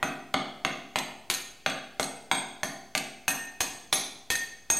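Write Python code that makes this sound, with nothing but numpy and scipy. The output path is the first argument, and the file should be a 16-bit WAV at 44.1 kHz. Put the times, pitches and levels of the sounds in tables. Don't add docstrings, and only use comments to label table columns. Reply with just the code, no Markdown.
import sys
import numpy as np
from scipy import signal
from scipy.fft import rfft, irfft
from scipy.io import wavfile
from scipy.ndimage import uniform_filter1d

SR = 44100
rng = np.random.default_rng(int(sys.argv[2]) if len(sys.argv) > 2 else 0)


def pcm_store(signal):
    levels = np.round(np.clip(np.atleast_2d(signal), -1, 1) * 32767)
    wavfile.write(sys.argv[1], SR, levels.astype(np.int16).T)


def invert_db(x):
    u = np.asarray(x, float) / 20
    return 10 ** u


N = 211486

# how much the hammer skids, spraying noise instead of ring.
# start_s, crack_db, thud_db, hardness_db, looseness_db, glance_db
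BLOW_EVENTS = [(-.29, -16, -24, -22, -6, -3), (0.0273, -20, -24, -4, -10, -0.5),
               (0.341, -11.5, -23.5, -13.5, -11, -10.5), (0.6481, -12.5, -25.5, -5, -17, -4.5),
               (0.9572, -13, -27.5, -5, -6, 1), (1.299, -12, -36, 0.5, 4, 11.5),
               (1.661, -9.5, -27, -5, -27, -2), (1.996, -14.5, -27.5, 0, -2, 3),
               (2.313, -10, -26, -1, -17, 1), (2.6313, -19.5, -28.5, 0, -2, -1),
               (2.95, -12.5, -28, -4.5, -4, 4.5), (3.279, -18, -29.5, 5, 8.5, 4),
               (3.6049, -11.5, -33.5, 2.5, 2, 11.5), (3.9263, -3, -31, 3, -10, 13),
               (4.3013, -13, -36, 1.5, 17.5, 3.5), (4.7003, -14, -33, 7, 4.5, 3.5)]
# start_s, relative level_db, pitch_hz
SLAP_EVENTS = [(0.9853, -19.5, 3610), (1.3082, -42, 3020), (1.3382, -23.5, 4280), (1.346, -24.5, 4100),
               (1.697, -27.5, 3420), (1.706, -47, 3280), (2.0276, -21, 4180), (2.0402, -27.5, 4160),
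               (2.347, -28, 3950), (2.6694, -67, 3220), (2.9756, -18, 4240), (3.3052, -28.5, 4600),
               (3.6104, -28, 3120), (3.9336, -22.5, 3030), (3.9533, -33, 4000), (4.3526, -23, 4010),
               (4.3595, -36, 3850), (4.7671, -37.5, 4380)]
# end_s, level_db
SCUFF_EVENTS = [(0.3422, -30), (1.2995, -48), (3.282, -48), (3.606, -35), (3.9265, -42), (4.7037, -21.5)]
# pitch_hz, t60_s, twin_beat_hz
STEEL_MODES = [(1826, .5, 12), (2536, .07, 15), (4055, .06, 25), (4535, .55, 30), (6152, .2, 18),
               (6510, .12, 35), (8375, .3, 60), (10610, .12, 60), (11262, .15, 20), (12585, .12, 25),
               (12996, .15, 20), (13520, .1, 40)]
STEEL_LEVELS_DB = [-56.5, -45.5, -47, -60.5, -49.5, -41, -49, -50, -60.5, -63.5, -54.5, -67]
# pitch_hz, relative level_db, t60_s
BENCH_MODES = [(82, -13, 0.23), (129, -10, 0.22), (146, -9, 0.75), (159.3, -5.5, 0.47), (195.2, -3, 0.38),
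               (210, -7.5, 0.9), (249.6, -4.5, 0.85), (279.6, -2.5, 0.58), (357, -8, 0.87),
               (402.5, -17, 1.6), (479, -8.5, 0.52), (622, -11, 0.73), (669, -5.5, 0.72), (703, -6, 1.03),
               (770, -2.5, 0.84), (783, -69, 0.11), (985, -1.5, 0.11)]
# pitch_hz, relative level_db, t60_s
VISE_MODES = [(274, -7.5, 0.075), (621, -7, 0.046), (760.6, -7, 0.05), (1194, -23, 0.2), (1426, -15, 0.023),
              (2077, -6.5, 0.023), (3280, -4.5, 0.033)]
# freq_hz, gain_db
CRACK_FILTER = [(40, -38.5), (120, -33), (270, -2), (500, 2), (760, 1.5), (1000, 4.5), (1300, 2.5),
                (1700, 3), (2120, 6.5), (3400, 8.5), (4400, 9.5), (5000, -1), (7000, -2.5), (12000, -16.5),
                (16000, -44)]
# freq_hz, relative level_db
RATTLE_SPECTRUM = [(500, -7.5), (2000, -7), (3500, -2.5), (6000, -7), (10000, -9.5), (14000, -10),
                   (17000, -80)]
# freq_hz, t60_s
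ROOM_DECAY = [(100, 0.51), (420, 1), (1100, 0.63), (2900, 0.69), (7700, 0.57), (15000, 0.41)]
# freq_hz, relative density_db_per_hz
HISS_SPECTRUM = [(30, 2), (200, 1), (1000, -11), (5000, -13), (16000, -22.5)]
# freq_hz, relative density_db_per_hz
SIDE_HISS_SPECTRUM = [(100, -4), (1500, -9), (4000, -3), (8000, 2), (16000, 0)]
# freq_hz, gain_db
SIDE_GAIN = [(500, -56.5), (1400, -48), (2800, -68.5), (5600, -32), (10000, -22), (14000, -21)]

TOP_HZ = 15800
HISS_DB, SIDE_HISS_DB = -61.5, -69
HARD_HZ, HARD_POWER = 7250, 0.43
BLADE_TOP_HZ = 2200
PLACE_SD_DB = 4
KNOCK_OVER_THUD_DB = 11.5
SIZZLE_DB = -24
CHATTER_DB, CHATTER_PER_GLANCE, CHATTER_PER_LOOSE = -40.5, 0.89, 0.5
SETTLE_S, SETTLE_PER_LOOSE = 0.019, 0.21
JOLT_DB, JOLT_PER_LOOSE = -36, 0.6
SLAP_KNOCK_DB, SLAP_KNOCK_PER_LOOSE = 3, 0.19
SLAP_SIZZLE_DB, SLAP_SIZZLE_PER_GLANCE = -8, 0.44
RERING_DB, RERING_PER_SLAP = 22, 0.66
TRAVEL_S = 0.00116


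def unit(x):
    return x / np.sqrt(np.mean(x ** 2) + 1e-20)


def along(points, hz):
    f, v = np.transpose(points)
    return np.interp(np.log(hz + 1), np.log(f + 1), v)


def coloured(x, db_at):
    size = 4096
    gain = invert_db(db_at(np.fft.rfftfreq(size, 1 / SR)))
    cepstrum = irfft(np.log(gain), size)
    cepstrum[1:size // 2] *= 2
    cepstrum[size // 2 + 1:] = 0
    impulse = irfft(np.exp(rfft(cepstrum)), size)
    return signal.fftconvolve(x, impulse)[:len(x)]


def fade(t, t60_s):
    return invert_db(-60 * t / np.maximum(t60_s, .001))


def hiss(spectrum, level_db):
    return invert_db(level_db) * unit(coloured(rng.standard_normal(N), lambda hz: along(spectrum, hz)))


def room(x):
    hz, t, z = signal.stft(rng.standard_normal(SR), SR, nperseg=256)
    decayed = z * fade(t, along(ROOM_DECAY, hz)[:, None])
    tail = signal.istft(decayed, SR, nperseg=256)[1][:SR]
    tail *= 1 - np.exp(-np.arange(SR) / SR / 0.00043)
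    return signal.fftconvolve(x, tail / np.linalg.norm(tail))


def jolt(t, loose_db):
    level_db = JOLT_DB + JOLT_PER_LOOSE * loose_db
    return invert_db(level_db) * np.sin(2 * np.pi * 95 * t) * fade(t, 0.02)


def bench(t):
    hz, db, t60_s = np.transpose(BENCH_MODES)[..., None]
    size = invert_db(db + rng.normal(0, 0.31, hz.shape))
    walk = np.cumsum(rng.standard_normal((len(BENCH_MODES), len(t))), axis=1)
    drift = .012 * np.sqrt(hz / 500) * walk
    modes = size * fade(t, t60_s) * np.sin(2 * np.pi * hz * t + drift)
    return modes.sum(0) * (1 - np.exp(-t / 0.0017))


def graze(db, size):
    scrape = unit(coloured(rng.standard_normal(size), lambda hz: along(RATTLE_SPECTRUM, hz)))
    return invert_db(db) * np.linspace(0, 1, size) * scrape


def chatter(t, loose_db, glance_db):
    level_db = CHATTER_DB + CHATTER_PER_GLANCE * glance_db + CHATTER_PER_LOOSE * loose_db
    length_s = SETTLE_S * invert_db(SETTLE_PER_LOOSE * loose_db)
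    struck = rng.random(len(t)) < .08
    ticks = struck * rng.standard_normal(len(t)) * invert_db(3 * rng.standard_normal(len(t)))
    ticks = unit(coloured(ticks, lambda hz: along(RATTLE_SPECTRUM, hz)))
    return invert_db(level_db) * ticks / (1 + (t / max(length_s, .005)) ** 5)


def slap(t, hz, loose_db, glance_db):
    knock_db = SLAP_KNOCK_DB + SLAP_KNOCK_PER_LOOSE * loose_db
    sizzle_db = SLAP_SIZZLE_DB + SLAP_SIZZLE_PER_GLANCE * glance_db
    clink = np.sin(2 * np.pi * hz * t) * fade(t, 0.014) * (1 - np.exp(-t / 0.0005))
    tilt = [(300, knock_db - 60), (1600, knock_db), (4000, 0), (9000, sizzle_db + 7.0), (16000, sizzle_db - 16)]
    burst = fade(t, 0.035) * rng.standard_normal(len(t))
    return clink + 0.63 * coloured(burst, lambda f: along(tilt, f))


def mode_levels(hard_db, loose_db):
    hz = np.transpose(STEEL_MODES)[0]
    place_db = PLACE_SD_DB * rng.standard_normal(len(hz))
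    return STEEL_LEVELS_DB + hard_db * (hz / HARD_HZ) ** HARD_POWER + loose_db * (hz < BLADE_TOP_HZ) + place_db


def ring(t, mode_db):
    hz, t60_s, beat_hz = np.transpose(STEEL_MODES)[..., None]
    count = len(STEEL_MODES)
    wander = 0.026 * hz / 6000 * np.cumsum(rng.standard_normal((2, count, len(t))), axis=2)
    phase = wander + rng.uniform(0, 2 * np.pi, (2, count, 1))
    pair = np.sin(2 * np.pi * hz * t + phase[0])
    pair += 0.73 * np.sin(2 * np.pi * (hz + beat_hz) * t + phase[1])
    modes = invert_db(np.array(mode_db))[:, None] * fade(t, t60_s) * pair
    return modes.sum(0) * (1 - np.exp(-t / 0.00011))


def crack(t, bench_db, knock_db, sizzle_db):
    hz, db, t60_s = np.transpose(VISE_MODES)[..., None]
    hit = 0.079 * fade(t, 0.017) * rng.standard_normal(len(t))
    hit += 0.022 * (invert_db(db) * fade(t, t60_s) * np.sin(2 * np.pi * hz * t)).sum(0)
    hit[0] = -0.59
    tilt = [(500, bench_db + 27), (1600, knock_db + 17.0), (4000, 0.025), (9000, sizzle_db + 14)]
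    return coloured(hit, lambda f: along(CRACK_FILTER, f) + along(tilt, f))


def hammering():
    lead = SR // 2
    t = np.arange(lead) / SR
    out = np.zeros(N + 3 * SR)
    for start_s, db, thud_db, hard_db, loose_db, glance_db in BLOW_EVENTS:
        mode_db = mode_levels(hard_db, loose_db)
        blow = crack(t, thud_db - db, thud_db + KNOCK_OVER_THUD_DB - db, SIZZLE_DB + glance_db - db)
        near = invert_db(db + 11.5) * blow + invert_db(8) * ring(t, mode_db) + chatter(t, loose_db, glance_db)
        near = np.pad(near, (0, lead))
        slaps = np.zeros(SR)
        for slap_s, slap_db, hz in SLAP_EVENTS:
            if 0 < slap_s - start_s < .15:
                at = round((slap_s - start_s) * SR)
                slaps[at:at + lead] += invert_db(slap_db + 1.5) * slap(t, hz, loose_db, glance_db)
                near[at:at + lead] += invert_db(RERING_DB + RERING_PER_SLAP * slap_db) * ring(t, mode_db)
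        at = lead + round((start_s + TRAVEL_S) * SR)
        out[at:at + lead] += jolt(t, loose_db) + invert_db(thud_db - 10.5) * bench(t)
        out[at:at + SR] += near + slaps
        out[at:at + 2 * SR - 1] += room(invert_db(-3.5) * near + invert_db(-16.5) * slaps)
    for end_s, db in SCUFF_EVENTS:
        at = lead + round(end_s * SR)
        out[at - 140:at] += graze(db, size=140)
    return out[lead:lead + N]


def scene():
    return np.tile(hammering() + hiss(HISS_SPECTRUM, HISS_DB), (2, 1))


def squash(x):
    return x / (1 + np.abs(x / .33) ** 3) ** (1 / 3)


def channel_difference(x):
    hz, _, z = signal.stft(x, SR, nperseg=512)
    power = np.abs(z) ** 2
    stands_out = power / (np.abs(uniform_filter1d(power, size=15, axis=0)) + 1e-20)
    quadrature = 1j * rng.choice([-1, 1], (len(hz), 1))
    side = z * quadrature * stands_out ** 0.86 * invert_db(along(SIDE_GAIN, hz))[:, None]
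    side = signal.istft(side, SR, nperseg=512)[1][:N]
    return side + hiss(SIDE_HISS_SPECTRUM, SIDE_HISS_DB)


def roll_off(x):
    return signal.sosfilt(signal.butter(12, 16830, fs=SR, output="sos"), x)


def record(dry):
    x = squash(dry)
    side = channel_difference(x[0])
    x = x + [side, -side]
    passed = np.fft.rfftfreq(N, 1 / SR) < TOP_HZ
    mix = irfft(rfft(x) * passed, N) - .0015
    return roll_off(mix)


dry = scene()
out = record(dry)
pcm_store(out)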